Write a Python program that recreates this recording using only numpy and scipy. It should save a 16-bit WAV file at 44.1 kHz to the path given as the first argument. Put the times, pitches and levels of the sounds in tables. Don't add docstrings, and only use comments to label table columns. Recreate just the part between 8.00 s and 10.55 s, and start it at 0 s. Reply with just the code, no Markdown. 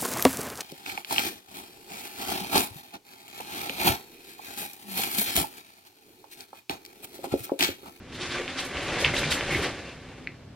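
import sys
import numpy as np
from scipy import signal
from scipy.fft import rfft, irfft, next_fast_len
from scipy.io import wavfile

SR = 44100
rng = np.random.default_rng(int(sys.argv[2]) if len(sys.argv) > 2 else 0)


def dump(signal):
    limited = np.clip(np.atleast_2d(signal).T, -1, 1)
    pcm = np.round(limited * 32767).astype(np.int16)
    wavfile.write(sys.argv[1], SR, pcm)


N = 112454
TIME = np.arange(N) / SR

# time in seconds, crinkling level in dB, rubbing level in dB.
SHEET_MOTION = [(0, -54, -51.5), (.08, -55, -57), (.16, -44, -44.5), (.26, -38.5, -42), (.36, -35, -40.5),
                (.45, -40, -41.5), (.6, -39.5, -42), (.73, -40, -42), (.77, -34.5, -36.5), (.84, -36, -38),
                (.96, -33.5, -34.5), (1.11, -33.5, -36), (1.24, -34, -35.5), (1.35, -33.5, -36),
                (1.47, -35.5, -38), (1.53, -32, -35.5), (1.66, -32.5, -31.5), (1.73, -42.5, -42.5),
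                (1.88, -45.5, -46), (2.0, -51.5, -53.5), (2.24, -53, -52), (2.34, -59, -60),
                (2.55, -70, -74)]
# frequency in Hz, gain in dB.
CRINKLE_SPECTRUM = [(500, -24), (1000, -4.5), (1500, 0), (2100, 1), (2900, -2), (4000, -7), (6000, -15),
                    (9000, -24), (11000, -32), (14000, -52.5)]
RUB_SPECTRUM = [(70, -31), (150, -10), (350, 1.5), (550, -1), (900, -7), (1500, -16), (4000, -33),
                (12000, -84)]
AIR_SPECTRUM = [(15, -11.5), (35, -11), (55, -9), (78, -5.5), (105, -6), (135, -8.5), (190, -7.5),
                (400, -16), (2000, -69)]
CRUMPLE_SPECTRUM = [(600, -11), (1300, -7), (2000, 0), (2700, -4.5), (3400, -9), (4500, -12), (9000, -44),
                    (15000, -70)]
# frequency in Hz, bandwidth in Hz, level in dB.
ALCOVE_MODES = [(128.4, 14, -12.5), (275.6, 4.7, -17), (355, 8.6, -18), (552.6, 65, -14.5)]
# time in seconds, level in dB.
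AIR_LEVELS = [(0, -52.5), (.7, -51), (.8, -44.5), (1.08, -38.5), (1.34, -42), (1.44, -42.5), (1.55, -34),
              (1.7, -43.5), (1.85, -54), (2.15, -56), (2.29, -49.5), (2.55, -75)]
# frequency in Hz, relative level in dB.
VENT_SPECTRUM = [(20, -28), (45, 1.5), (70, 2.5), (140, 2.5), (260, -5), (450, -7.5), (800, -16),
                 (2000, -23), (4000, -28), (8000, -38), (14000, -49), (16000, -57)]
HUM_LINES = [(134.6, -57.5), (255, -52.5)]
# start in seconds, length in seconds, relative level in dB.
RING_PUSHES = [(0.116, 0.13, -48), (0.198, 0.14, -41), (0.476, 0.0076, -39.5), (0.569, 0.024, -31),
               (0.632, 0.018, -56), (0.978, 0.077, -34), (1.134, 0.033, -34.5), (1.165, 0.025, -30),
               (1.22, 0.057, -37.5), (1.298, 0.023, -30), (1.485, 0.065, -43), (1.618, 0.028, -36),
               (1.844, 0.066, -56), (2.04, .04, -61)]
ROD_STROKES = [(.15, .29, -41.5)]
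RING_CLATTERS = [(.133, .02, -60), (.25, 0.072, -65), (.405, .012, -62), (.586, .016, -47),
                 (.64, 0.013, -45.5), (.82, .01, -53), (.994, 0.017, -42), (1.135, 0.0078, -45),
                 (1.176, 0.011, -42), (1.302, 0.012, -34.5), (1.333, 0.012, -45), (1.51, 0.024, -45.5),
                 (1.56, .03, -50), (1.617, 0.0067, -46)]
FOLD_CRUMPLES = [(.479, 0.0035, -35), (.755, 0.026, -38.5), (.94, 0.016, -36.5), (.984, .008, -34),
                 (1.043, 0.019, -25.5), (1.5, 0.048, -44), (1.634, 0.012, -34)]
RING_CHIMES = [(1.845, 0.042, -49)]
# frequency in Hz, gain in dB.
SCRAPE_SPECTRUM = [(400, -5), (1500, 5), (3500, 9), (5000, 2.5), (7000, -6), (9500, -11), (11500, -51),
                   (15000, -45)]
CLATTER_SPECTRUM = [(3000, -7), (5500, 0), (8000, -5), (10500, -3.5), (12500, -5.5), (14500, -38)]
METAL_MODES = [(3890, 1), (4380, 1), (5390, -3), (6260, -1), (7540, 4.5), (8030, -1), (8770, -3),
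               (10000, 1)]
SETTLING_MODES = [(2410, -9), (2730, 3), (4430, -16)]
# start in seconds, length in seconds, level in dB, pitch in Hz,
# glide in octaves per second, bandwidth in Hz.
CHAFE_STROKES = [(0.346, 0.0068, -32, 1615, -25, 170), (0.354, 0.007, -35.5, 1154, -15, 170),
                 (0.372, 0.013, -35, 2340, -10, 400), (0.396, 0.0043, -35, 1880, 0, 350),
                 (0.398, .006, -31.5, 515.4, -15.5, 150), (0.78, 0.024, -41.5, 593, -0.5, 120),
                 (0.89, 0.019, -36, 2520, -3, 500), (1.022, 0.012, -27, 511.5, -1.5, 90),
                 (1.137, 0.0073, -25.5, 2110, -12, 260), (1.227, 0.018, -34, 2310, 1.5, 600),
                 (1.367, 0.01204, -34, 1860, -3, 450), (1.506, 0.032, -31, 2038, 1.5, 550),
                 (1.546, 0.0087, -23, 2033, 0, 500)]
# start in seconds, level in dB, pitch in Hz, 60 dB decay in seconds.
ROD_KNOCKS = [(.4035, -24.5, 432, 0.09), (1.025, -23, 502, 0.095), (1.179, -25, 3930, .05),
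              (1.306, -24.5, 3880, 0.043), (2.2735, -34, 1860, .03)]
# centre in seconds, peak in dB, frequency in Hz, half-width in milliseconds.
FOLD_SNAPS = [(.4795, -16, 2650, 0.23), (1.0445, -16, 2330, 0.56), (1.0479, -2, 2730, 0.42),
              (1.0535, -13, 2330, 0.52), (1.1668, -20, 2760, 1.1), (1.2332, -12.5, 1780, 0.27),
              (1.2442, -21.5, 2300, 1.3), (1.4099, -12, 2300, 0.25), (2.2733, -16.5, 2180, 0.56),
              (2.2731, -32, 4050, 0.39)]
SHEET_FLAPS = [(.77, -34.5, 75.5, 11), (.93, -46, 42, 25), (1.06, -33, 79, 21), (1.08, -32, 144, 26),
               (1.125, -36, 130, 21), (1.2, -40, 48, 17), (1.27, -31.5, 149.4, 32),
               (1.325, -35.5, 80.4, 25), (1.523, -33, 150, 9.4), (1.529, -29, 334, 6.7),
               (1.557, -29, 104, 7), (1.559, -23.5, 330, 4.9), (1.594, -28, 406, 6), (1.605, -34, 71.6, 25),
               (1.639, -29.5, 355, 9.3)]
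# frequency in Hz, gain of the side signal in dB.
CURTAIN_SPREAD = [(30, -40), (70, -40), (180, -25), (350, -21), (700, -21), (1400, -28), (2000, -26),
                  (2800, -16), (4000, -7), (6000, 0), (9000, 6), (11000, 9), (13000, 14)]
VENT_SPREAD = [(60, -63), (180, -19.5), (700, -4), (1400, -9.5), (2600, -4.5), (5000, 3), (9000, -4),
               (14000, 9)]

CREASES_PER_S, CREASE_SPREAD_DB = 1800, 2.5
SHARP_ATTACK_S = 0.00073
ROOM_T60_S, ROOM_DB, FIRST_ECHO_S = 0.18, -9, 0.00171


def from_db(db):
    return 10 ** (np.asarray(db) / 20)


def unit_rms(x):
    return x / np.sqrt(np.mean(x ** 2) + 1e-20)


def in_time(rows):
    times, *columns = np.transpose(rows)
    return [np.interp(TIME, times, column) for column in columns]


def colour(x, spectrum):
    hz, db = np.transpose(spectrum)
    size = next_fast_len(2 * N)
    bins = np.maximum(np.arange(size // 2 + 1) * SR / size, 1)
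    return irfft(rfft(x, size) * from_db(np.interp(np.log(bins), np.log(hz), db)), size)[:N]


def drift(hz):
    r = np.exp(-2 * np.pi * hz / SR)
    return unit_rms(signal.lfilter([1], [1, -2 * r, r * r], rng.standard_normal(2 * N))[N:])


def resonance(x, hz, width_hz):
    r = np.exp(-np.pi * width_hz / SR)
    return unit_rms(signal.lfilter([1, 0, -1], [1, -2 * r * np.cos(2 * np.pi * hz / SR), r * r], x))


def grains(per_s, spread_db):
    sizes = from_db(spread_db * np.minimum(rng.exponential(1, N), 4))
    return unit_rms(sizes * rng.choice([-1, 1], N) * (rng.random(N) < per_s / SR))


def strokes(rows, attack_s=0.013, release_s=0.028):
    out = np.zeros(N)
    for start, length, db in rows:
        rise = 1 - np.exp(-np.maximum(TIME - start, 0) / attack_s)
        out += from_db(db) * rise * np.exp(-np.maximum(TIME - start - length, 0) / release_s)
    return out


def sheet(smooth_share=0.58):
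    crinkle_db, rub_db = in_time(SHEET_MOTION)
    flutter_db = 1.26 * drift(hz=21)
    pops = np.sqrt(1 - smooth_share) * grains(CREASES_PER_S, CREASE_SPREAD_DB)
    hiss = np.sqrt(smooth_share) * rng.standard_normal(N)
    crinkle = from_db(crinkle_db + flutter_db) * unit_rms(colour(pops + hiss, CRINKLE_SPECTRUM))
    friction = unit_rms(colour(grains(CREASES_PER_S, CREASE_SPREAD_DB), RUB_SPECTRUM))
    rub = from_db(rub_db + flutter_db) * friction
    body = sum(from_db(db) * resonance(rng.standard_normal(N), hz, width)
               for hz, width, db in ALCOVE_MODES)
    return crinkle + rub + from_db(rub_db) * body


def billow():
    air_db, = in_time(AIR_LEVELS)
    return from_db(air_db) * unit_rms(colour(rng.standard_normal(N), AIR_SPECTRUM))


def room_tone():
    hum = sum(from_db(db) * resonance(rng.standard_normal(N), hz, width_hz=1.9) for hz, db in HUM_LINES)
    vent = from_db(-48) * unit_rms(colour(rng.standard_normal(N), VENT_SPECTRUM))
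    return vent + colour(hum, [(300, -1.0), (1200, -40)])


def ring_slides():
    slips = unit_rms(colour(grains(per_s=2500, spread_db=1), SCRAPE_SPECTRUM))
    scrape = strokes(RING_PUSHES) * from_db(3 * drift(hz=24)) * slips
    rod_hz = 355.3 + 7.3 * drift(hz=13.4)
    rod_level = strokes(ROD_STROKES) * from_db(-3 * drift(hz=12))
    return scrape + rod_level * np.sin(2 * np.pi * np.cumsum(rod_hz) / SR)


def clatters():
    bursts = strokes(RING_CLATTERS, attack_s=0.0088, release_s=0.019)
    contacts = bursts * grains(per_s=1700, spread_db=0.5)
    crackle = unit_rms(colour(contacts, CLATTER_SPECTRUM))
    metal = sum(from_db(db + 9 * drift(hz=16)) * resonance(contacts, hz, width_hz=110)
                for hz, db in METAL_MODES)
    return np.std(contacts) * (crackle + from_db(-4) * unit_rms(metal))


def chafes():
    out = np.zeros(N)
    for start, length, db, hz, glide, width in CHAFE_STROKES:
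        band = resonance(resonance(rng.standard_normal(N), hz, width), hz, width)
        analytic = signal.hilbert(band, next_fast_len(N))[:N]
        octaves = glide * np.clip(TIME - start - length / 2, -length, length)
        shift_hz = hz * (2 ** octaves - 1)
        gliding = analytic * np.exp(2j * np.pi * np.cumsum(shift_hz) / SR)
        tone = unit_rms(gliding.real / (np.abs(gliding) + 1))
        out += strokes([(start, length, db)], SHARP_ATTACK_S, release_s=0.0037) * tone
    return out


def knocks():
    out = np.zeros(N)
    for start, db, hz, t60 in ROD_KNOCKS:
        age = np.maximum(TIME - start, 0)
        out += from_db(db - 60 * age / t60) * np.sin(2 * np.pi * hz * age)
    return out


def crumples():
    creases = unit_rms(colour(grains(CREASES_PER_S, CREASE_SPREAD_DB), CRUMPLE_SPECTRUM))
    return strokes(FOLD_CRUMPLES, SHARP_ATTACK_S) * creases


def pulses(rows):
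    out = np.zeros(N)
    for centre, db, hz, half_ms in rows:
        offset = TIME - centre
        envelope = np.exp(-np.minimum((offset * 1000 / half_ms) ** 2, 50))
        out += from_db(db) * envelope * np.cos(2 * np.pi * hz * offset)
    return out


def chimes():
    modes = sum(from_db(db) * resonance(rng.standard_normal(N), hz, width_hz=19)
                for hz, db in SETTLING_MODES)
    return strokes(RING_CHIMES) * modes


def reflections(x):
    age = TIME[:SR // 2]
    tail = rng.standard_normal(len(age)) * from_db(-60 * age / ROOM_T60_S) * (age >= FIRST_ECHO_S)
    return signal.fftconvolve(x, tail / np.sqrt(np.sum(tail ** 2)))[:N]


def along_rod():
    return sheet() + ring_slides() + clatters() + crumples()


def scene(wall_share=0.4):
    wet = from_db(ROOM_DB)
    curtain = (along_rod() + chafes() + knocks() + chimes()) / np.sqrt(1 + wet ** 2) + pulses(FOLD_SNAPS)
    mid = curtain + wet * reflections(curtain) + pulses(SHEET_FLAPS) + billow() + room_tone()
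    across = np.sqrt(1 - wall_share) * along_rod() + np.sqrt(wall_share) * reflections(curtain)
    side = colour(across, CURTAIN_SPREAD) + colour(room_tone(), VENT_SPREAD)
    return np.array([mid + side, mid - side])


def record(dry):
    return signal.sosfilt(signal.cheby2(12, 70, 15500, fs=SR, output="sos"), dry)


dry = scene()
out = record(dry)
dump(out)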